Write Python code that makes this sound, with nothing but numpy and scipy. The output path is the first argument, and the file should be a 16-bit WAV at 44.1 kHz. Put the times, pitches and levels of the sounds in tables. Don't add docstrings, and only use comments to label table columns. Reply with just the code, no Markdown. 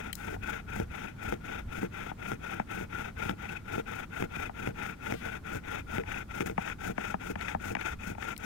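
import sys
import numpy as np
from scipy import signal
from scipy.fft import rfft, irfft, next_fast_len
from scipy.io import wavfile
from scipy.ndimage import uniform_filter1d, map_coordinates

SR = 44100
rng = np.random.default_rng(int(sys.argv[2]) if len(sys.argv) > 2 else 0)


def put_to_file(sound):
    columns = np.atleast_2d(sound).T
    safe = np.clip(columns, -1, 1)
    whole_steps = np.round(safe * 32767)
    wavfile.write(sys.argv[1], SR, whole_steps.astype(np.int16))


N = 372644

# (time [s], haste [0 calm, about 1 hurried])
HASTE = [(0, 0.24), (2.5, 0.058), (5.9, 0.27), (6.6, 0.82), (8.45, 1.2)]
# (frequency [Hz], width [Hz], lift [dB])
WOOD_MODES = [(194.4, 36, 6), (343, 50, 5.5), (456.3, 43, 9), (657, 390, 4.5), (839, 228, 11),
              (1350, 120, 13.5), (2117, 520, 6.5), (2467, 210, 5), (3190, 1300, 3.5), (6330, 1940, 7),
              (9540, 690, 7.5)]
# (frequency [Hz], level [dB])
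RASP_SPECTRUM = [(100, -16), (300, -2), (560, -3), (1050, -7), (1700, -0.5), (2600, -3), (2900, -9.5),
                 (3700, -8), (4050, -26.5), (6000, -22), (16000, -76)]
HISS_SPECTRUM = [(1500, -30), (4000, -0.5), (5000, 2), (7000, 3), (8000, 2.5), (11000, -2), (13500, 4.5),
                 (16000, 2.5)]
TICK_SPECTRUM = [(1000, -45), (4000, -2), (7000, 0), (10000, -1), (13000, -3), (16000, 0)]


def amp(db):
    return 10 ** (np.asarray(db) / 20)


def unit_rms(x):
    return x / np.sqrt(np.mean(x ** 2) + 1e-20)


def unit_peak(x):
    return x / np.abs(x).max()


def add(track, at_s, sound):
    part = track[round(at_s * SR):][:len(sound)]
    part += sound[:len(part)]


def log_interp(points, hz):
    knots_hz, values = np.transpose(points)
    return np.interp(np.log(hz + 1), np.log(knots_hz + 1), values)


def wobble(knots_per_s):
    return map_coordinates(rng.standard_normal(N // 40), [np.arange(N) * knots_per_s / SR], mode="wrap")


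def coloured(x, spectrum, modes=()):
    size = 2 * next_fast_len(len(x) // 2 + 4096)
    hz = np.fft.rfftfreq(size, 1 / SR)
    lift_db = sum(lift / (1 + (2 * (hz - centre) / width) ** 2) for centre, width, lift in modes)
    cepstrum = irfft(np.log(amp(log_interp(spectrum, hz) + lift_db)))
    cepstrum[1:size // 2] *= 2
    cepstrum[size // 2 + 1:] = 0
    return irfft(rfft(x, size) * np.exp(rfft(cepstrum)))[:len(x)]


def ringing(x, hz, width_hz):
    b, a = signal.iirpeak(hz, hz / width_hz, SR)
    return signal.lfilter(b, a, signal.lfilter(b, a, x))


def slips(per_s, scatter_db, smooth):
    sizes = rng.standard_normal(N) * amp(scatter_db * rng.standard_normal(N))
    impulses = sizes * (rng.random(N) < per_s / SR)
    return unit_rms(unit_rms(impulses) + smooth * rng.standard_normal(N))


def bowing():
    # (time [s], level [dB])
    strokes = [(-0.122, -37), (0.138, -37.5), (0.382, -35), (0.633, -35.5), (0.864, -36.5), (1.145, -37.5),
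               (1.391, -36.5), (1.648, -37.5), (1.892, -36), (2.145, -36), (2.38, -35.5), (2.643, -35),
               (2.875, -34.5), (3.133, -33.5), (3.357, -36), (3.618, -36), (3.836, -33.5), (4.071, -35),
               (4.28, -34), (4.515, -36), (4.731, -34.5), (4.963, -35), (5.18, -34), (5.407, -35.5),
               (5.616, -34), (5.838, -34), (6.035, -33.5), (6.252, -33.5), (6.548, -33), (6.757, -34.5),
               (6.939, -33), (7.166, -35.5), (7.355, -34), (7.567, -35), (7.755, -33), (7.962, -37),
               (8.156, -33.5), (8.36, -37)]
    pause_s, briskness = (0.0031, 0.01596), (1.7, 1.6)
    swell_db, haste_swell_db = (-0.5, 1.5), (8.5, -2)
    ring_db = (-5, -3.45)
    hiss_db, haste_hiss_db, tilt_hiss_db = (-17, -14.5), (0, 3.5), (0.5, 12)
    rumble_db, haste_rumble_db, tilt_rumble_db = (-8, -4.5), (-7, 1), (7, 19.5)
    last_turn_s, jam_start_s, jam_end_s, jam_db = 8.57, 6.43, 6.459, -12
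    t = np.arange(N) / SR
    speed, rasp, ring, hiss, rumble = np.zeros((5, N))
    ends_s = [at_s for at_s, _ in strokes[1:]] + [last_turn_s]
    for i, ((turn_s, db), end_s) in enumerate(zip(strokes, ends_s)):
        way = i % 2
        start_s = turn_s + pause_s[way]
        haste = np.interp(turn_s, *np.transpose(HASTE))
        now = (t > start_s) & (t < end_s)
        progress = (t[now] - start_s) / (end_s - start_s)
        spin = np.tanh(briskness[way] * np.sin(np.pi * progress))
        tilt = progress - 0.5
        pressure = amp(db + (swell_db[way] + haste * haste_swell_db[way]) * tilt)
        hiss_gain = amp(hiss_db[way] + haste * haste_hiss_db[way] + tilt * tilt_hiss_db[way])
        rumble_gain = amp(rumble_db[way] + haste * haste_rumble_db[way] + tilt * tilt_rumble_db[way])
        speed[now] += spin
        rasp[now] += pressure * spin ** 2.16
        ring[now] += pressure * amp(ring_db[way]) * spin ** 2.5
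        hiss[now] += pressure * hiss_gain * spin ** 3
        rumble[now] += pressure * rumble_gain * spin ** 2.2
    jammed = uniform_filter1d(1.0 * ((t > jam_start_s) & (t < jam_end_s)), size=100)
    return amp(jam_db * jammed) * np.array([speed, rasp, ring, hiss, rumble])


def friction():
    # (frequency [Hz], width [Hz])
    singing_modes = [(1412, 120), (1478, 137), (2530, 230)]
    spin_hz, floor = 33, amp(-65.5)
    speed, rasp, ring, hiss, rumble = bowing()
    angle = 2 * np.pi * np.cumsum(speed * spin_hz * amp(0.515 * wobble(3))) / SR
    press_db = 1.64 * np.sin(angle) + 1.6 * wobble(45)
    grit = coloured(slips(per_s=9000, scatter_db=1.5, smooth=0.87), RASP_SPECTRUM, WOOD_MODES)
    rasping = (amp(-2) * rasp + floor) * unit_rms(amp(press_db + 1.9 * wobble(70)) * grit)
    lower, upper, highest = (ringing(slips(per_s=2700, scatter_db=1, smooth=0.48), hz, width_hz)
                             for hz, width_hz in singing_modes)
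    sway = amp(5 * wobble(11))
    main_ring = (sway * lower + upper / sway) / np.hypot(sway, 1 / sway)
    singing = (ring + floor) * unit_rms(amp(0.9 * press_db) * main_ring)
    singing += amp(-12) * rasp * unit_rms(amp(10.4 * np.cos(angle) + 2.2 * wobble(11)) * highest)
    charred_dust = coloured(slips(per_s=18000, scatter_db=2, smooth=0.88), HISS_SPECTRUM, WOOD_MODES)
    hissing = hiss * unit_rms(amp(1.19 * press_db + 1.74 * wobble(110)) * charred_dust)
    rumbling = rumble * rocking(press_db)
    return rasping + singing + hissing + rumbling + sizzle(rasp * amp(press_db))


def rocking(press_db):
    # (frequency [Hz], level [dB])
    spectrum = [(25, -4.5), (60, -26), (100, 1.5), (140, -7.5), (210, -3), (300, -9), (480, -14.5),
                (700, -15.5), (2000, -82)]
    force = slips(per_s=500, scatter_db=4.5, smooth=0.65)
    return unit_rms(amp(press_db) * coloured(force, spectrum, WOOD_MODES))


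def sizzle(envelope):
    haste = np.interp(np.arange(N) / SR, *np.transpose(HASTE))
    band = unit_rms(ringing(rng.standard_normal(N), hz=6480, width_hz=2800))
    return amp(-21) * haste * envelope * band


def outdoor_air():
    # (frequency [Hz], level [dB])
    spectrum = [(20, -30), (55, 2), (100, -2.5), (140, 0), (230, -0.5), (330, -10.5), (600, -20.5),
                (1200, -22.5), (2500, -32.5), (7000, -37), (15000, -42.5)]
    # (frequency [Hz], correlation [0-1])
    likeness = [(100, 0.96), (300, 0.4), (800, 0.16), (2000, 0.65), (5000, 0.035)]
    hz = np.fft.rfftfreq(N, 1 / SR)
    spread_rad = np.arccos(np.clip(log_interp(likeness, hz), -1, 1)) / 2
    noise_bins = rfft(rng.standard_normal((2, N))) * amp(log_interp(spectrum, hz))
    mid, side = irfft(noise_bins * [np.cos(spread_rad), np.sin(spread_rad)], N)
    return amp(-48.5) * unit_rms(np.array([mid + side, mid - side]))


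def low_rumble(steady_db=-50.5, puff_width_s=0.063, flutter_db=2.5):
    # (peak time [s], level [dB])
    puffs = [(0.38, -43), (0.85, -40), (1.29, -40), (1.68, -38), (2.09, -43.5), (6.73, -44.5), (7.56, -45),
             (7.95, -38.5)]
    # (frequency [Hz], level [dB])
    spectrum = [(15, -8.5), (30, -1.5), (58, -0.5), (80, -3.5), (100, -1), (130, -23.5),
                (250, -32), (800, -80)]
    t = np.arange(N) / SR
    rumble_and_hum = unit_rms(coloured(rng.standard_normal(N), spectrum, modes=[(100.4, 7.2, 5)]))
    swells = sum(amp(db) * np.exp(-((t - at_s) / puff_width_s) ** 2) for at_s, db in puffs)
    return np.hypot(amp(steady_db), swells) * amp(flutter_db * wobble(9)) * rumble_and_hum


def ticks(t60_s=0.015):
    # (time [s], level [dB], body offset [dB])
    clicks = [(0.1293, -23, -11.5), (0.1535, -25.5, -27), (6.4584, -52, -8), (7.4108, -43, 4),
              (7.8103, -43, -1), (8.364, -48, 4.5), (8.378, -31.5, -30)]
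    # (frequency [Hz], level [dB])
    body_spectrum = [(800, -50), (1700, -17), (2050, 5), (2550, -4), (3100, -0.5), (3600, -12), (4200, -3),
                     (7000, -25)]
    out, t = np.zeros(N), np.arange(SR // 20) / SR
    for at_s, db, body_db in clicks:
        snap = rng.standard_normal(len(t)) * amp(-60 * t / t60_s)
        add(out, at_s, amp(db + 5) * unit_peak(coloured(snap, TICK_SPECTRUM)))
        add(out, at_s, amp(db + body_db + 12) * unit_peak(coloured(snap, body_spectrum)))
    return out


def swishes():
    # (time [s], level [dB], T60 [s])
    bursts = [(0.131, -49.5, 0.77), (6.457, -50, 0.27)]
    out, t = np.zeros(N), np.arange(SR // 2) / SR
    for at_s, db, t60_s in bursts:
        hiss = unit_rms(coloured(rng.standard_normal(len(t)), TICK_SPECTRUM))
        add(out, at_s, amp(db - 60 * t / t60_s) * hiss)
    return out


def judders(rebound_s=0.016, rebound_db=-10):
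    # (time [s], level [dB], scrape offset [dB])
    jumps = [(0.323, -33, -25), (0.795, -25, -7.5), (1.32, -26.5, -1.5), (1.826, -24, -15.5),
             (2.313, -28.5, -0.5), (2.806, -32, -23), (3.29, -27, 1), (3.776, -24, -14), (4.22, -23.5, -5),
             (4.6695, -24, -7.5), (5.1187, -28, 1.5), (5.544, -35, -5), (5.978, -23, -6), (6.402, -24, -2),
             (6.493, -29.5, -5), (6.884, -29.5, -14), (7.297, -29, -18), (7.709, -34, -7)]
    # (frequency [Hz], level [dB])
    thud_spectrum = [(40, -38.5), (110, 1.5), (200, -2), (320, 0), (480, -0.5), (600, -10.5), (1000, -25),
                     (2000, -36), (6000, -90)]
    out, t = np.zeros(N), np.arange(SR // 10) / SR
    for jump_s, jump_db, scrape_db in jumps:
        for bounce in range(2):
            at_s, db = jump_s + bounce * rebound_s, jump_db + bounce * rebound_db
            chatter = rng.standard_normal((2, len(t)))
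            blow = 0.061 * chatter[0] * amp(-60 * t / 0.1) - (t == 0)
            scrape = chatter[1] * amp(-60 * t / 0.0072)
            for delay_s, gain_db, part in (
                    (0.00423, 5, coloured(blow, thud_spectrum, WOOD_MODES)),
                    (0.0044, scrape_db + 10, coloured(scrape, RASP_SPECTRUM, WOOD_MODES)),
                    (0.004, scrape_db - 7, coloured(scrape, HISS_SPECTRUM, WOOD_MODES)),
                    (0.00308, scrape_db - 7, ringing(scrape, hz=1440, width_hz=180))):
                add(out, at_s + delay_s, amp(db + gain_db) * unit_peak(part))
    return out


def bow_knocks():
    # (time [s], level [dB], crack offset [dB])
    knocks = [(0.363, -32.5, -33), (2.115, -27, -36), (2.598, -16.5, -22), (4.495, -28, -28),
              (6.036, -36.5, -9), (6.58, -16, -16), (6.981, -19, -14), (7.142, -18, -26),
              (7.357, -25, -12.5), (7.548, -17, -26), (7.752, -22, -7.5), (7.768, -28, -9),
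              (8.151, -35, -14), (8.181, -28.5, -33)]
    # (frequency [Hz], width [Hz], lift [dB])
    stick_modes = [(203, 120, 17), (667, 400, 5), (830, 300, 11.5), (1270, 120, 8.5)]
    # (frequency [Hz], level [dB])
    tock_spectrum = [(80, -10), (200, -6.5), (420, -3.5), (650, 0.5), (900, -2), (1250, -7.5), (1700, -4),
                     (2600, -33), (6000, -61)]
    crack_spectrum = [(500, -26), (1400, 4), (2300, 6.5), (3200, -11), (4200, -25), (7000, -24.5),
                      (16000, -45)]
    out, t = np.zeros(N), np.arange(SR // 10) / SR
    hz = np.fft.rfftfreq(len(t), 1 / SR)
    delay_s = 0.00545 * np.exp(-hz / 1200)
    dispersion = np.exp(-2j * np.pi * np.cumsum(delay_s) * hz[1])
    for at_s, db, crack_db in knocks:
        rattle = rng.standard_normal((2, len(t)))
        blow = (t == 0) + 0.037 * rattle[0] * amp(-60 * t / 0.058)
        tock = irfft(rfft(coloured(blow, tock_spectrum, stick_modes)) * dispersion)
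        crack = coloured(rattle[1] * amp(-60 * t / 0.018), crack_spectrum)
        add(out, at_s - 0.001, amp(db + 2) * unit_peak(tock))
        add(out, at_s - 0.001, amp(db + crack_db + 13.5) * unit_peak(crack))
    return out


def squeaks():
    # (time [s], level [dB], pitch [Hz])
    events = [(0.4283, -35, 2530), (3.488, -34, 2580), (3.5619, -32, 2484), (4.352, -32, 2460),
              (4.4204, -44, 2440), (4.4511, -35, 2544)]
    out, t = np.zeros(N), np.arange(SR // 40) / SR
    swell = np.sin(np.pi * t / t[-1]) ** 3
    for at_s, db, hz in events:
        phase = 2 * np.pi * hz * t + np.cumsum(0.082 * rng.standard_normal(len(t)))
        add(out, at_s - 0.005, amp(db + 1.5) * swell * np.sin(phase))
    return out


def cord_creak(start_s=5.13, length_s=0.097, slip_hz=395, db=-49):
    # (frequency [Hz], level [dB])
    spectrum = [(500, -23), (1400, 1), (2700, -1), (3600, -4), (4500, -9), (6000, -15), (15000, -18)]
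    progress = np.clip((np.arange(N) / SR - start_s) / length_s, 0, 1)
    rate_hz = slip_hz * (1 + 0.04 * wobble(300) - 0.053 * progress)
    pulses = np.diff(np.floor(np.cumsum(rate_hz) / SR), prepend=0)
    swell = np.sqrt(np.abs(np.sin(np.pi * progress)))
    return amp(db) * swell * unit_rms(coloured(pulses, spectrum))


def bites(attack_s=0.00047, t60_s=0.027):
    # (time [s], level [dB])
    events = [(6.117, -34), (6.459, -39), (6.472, -33), (6.675, -30), (6.6994, -33), (7.411, -32),
              (7.4819, -29), (7.811, -28), (8.2242, -30.5)]
    out, t = np.zeros(N), np.arange(SR // 10) / SR
    for at_s, db in events:
        scrape = rng.standard_normal(len(t)) * amp(-60 * t / t60_s) * (1 - np.exp(-t / attack_s))
        add(out, at_s, amp(db + 3.5) * unit_peak(coloured(scrape, RASP_SPECTRUM, WOOD_MODES)))
        add(out, at_s, amp(db + 3) * unit_peak(ringing(scrape, hz=1490, width_hz=740)))
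    return out


def far_port(x, lag_samples=25, scatter_db=-24.5, scatter_t60_s=0.038):
    # (frequency [Hz], gain [dB])
    shade = [(150, -0.5), (300, -1), (480, -3), (800, -7), (1100, -9.5), (1450, -15), (2000, -15),
             (2600, -18.5), (6000, -22.5), (15000, -28)]
    t = np.arange(SR // 20) / SR
    tail = rng.standard_normal(len(t)) * amp(-60 * t / scatter_t60_s)
    scatter = amp(scatter_db) * signal.fftconvolve(x, tail / np.linalg.norm(tail))[:N]
    return np.pad(coloured(x, shade) + scatter, (lag_samples, 0))[:N]


def scene():
    drill = friction() + judders() + bites() + squeaks() + cord_creak()
    drill += bow_knocks() + ticks() + swishes()
    return np.array([drill, far_port(drill)]) + outdoor_air() + low_rumble()


def record(dry):
    cutoff_hz = 15950
    hz = np.fft.rfftfreq(N, 1 / SR)
    return irfft(rfft(dry) / (1 + (hz / cutoff_hz) ** 160), N)


dry = scene()
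out = record(dry)
put_to_file(out)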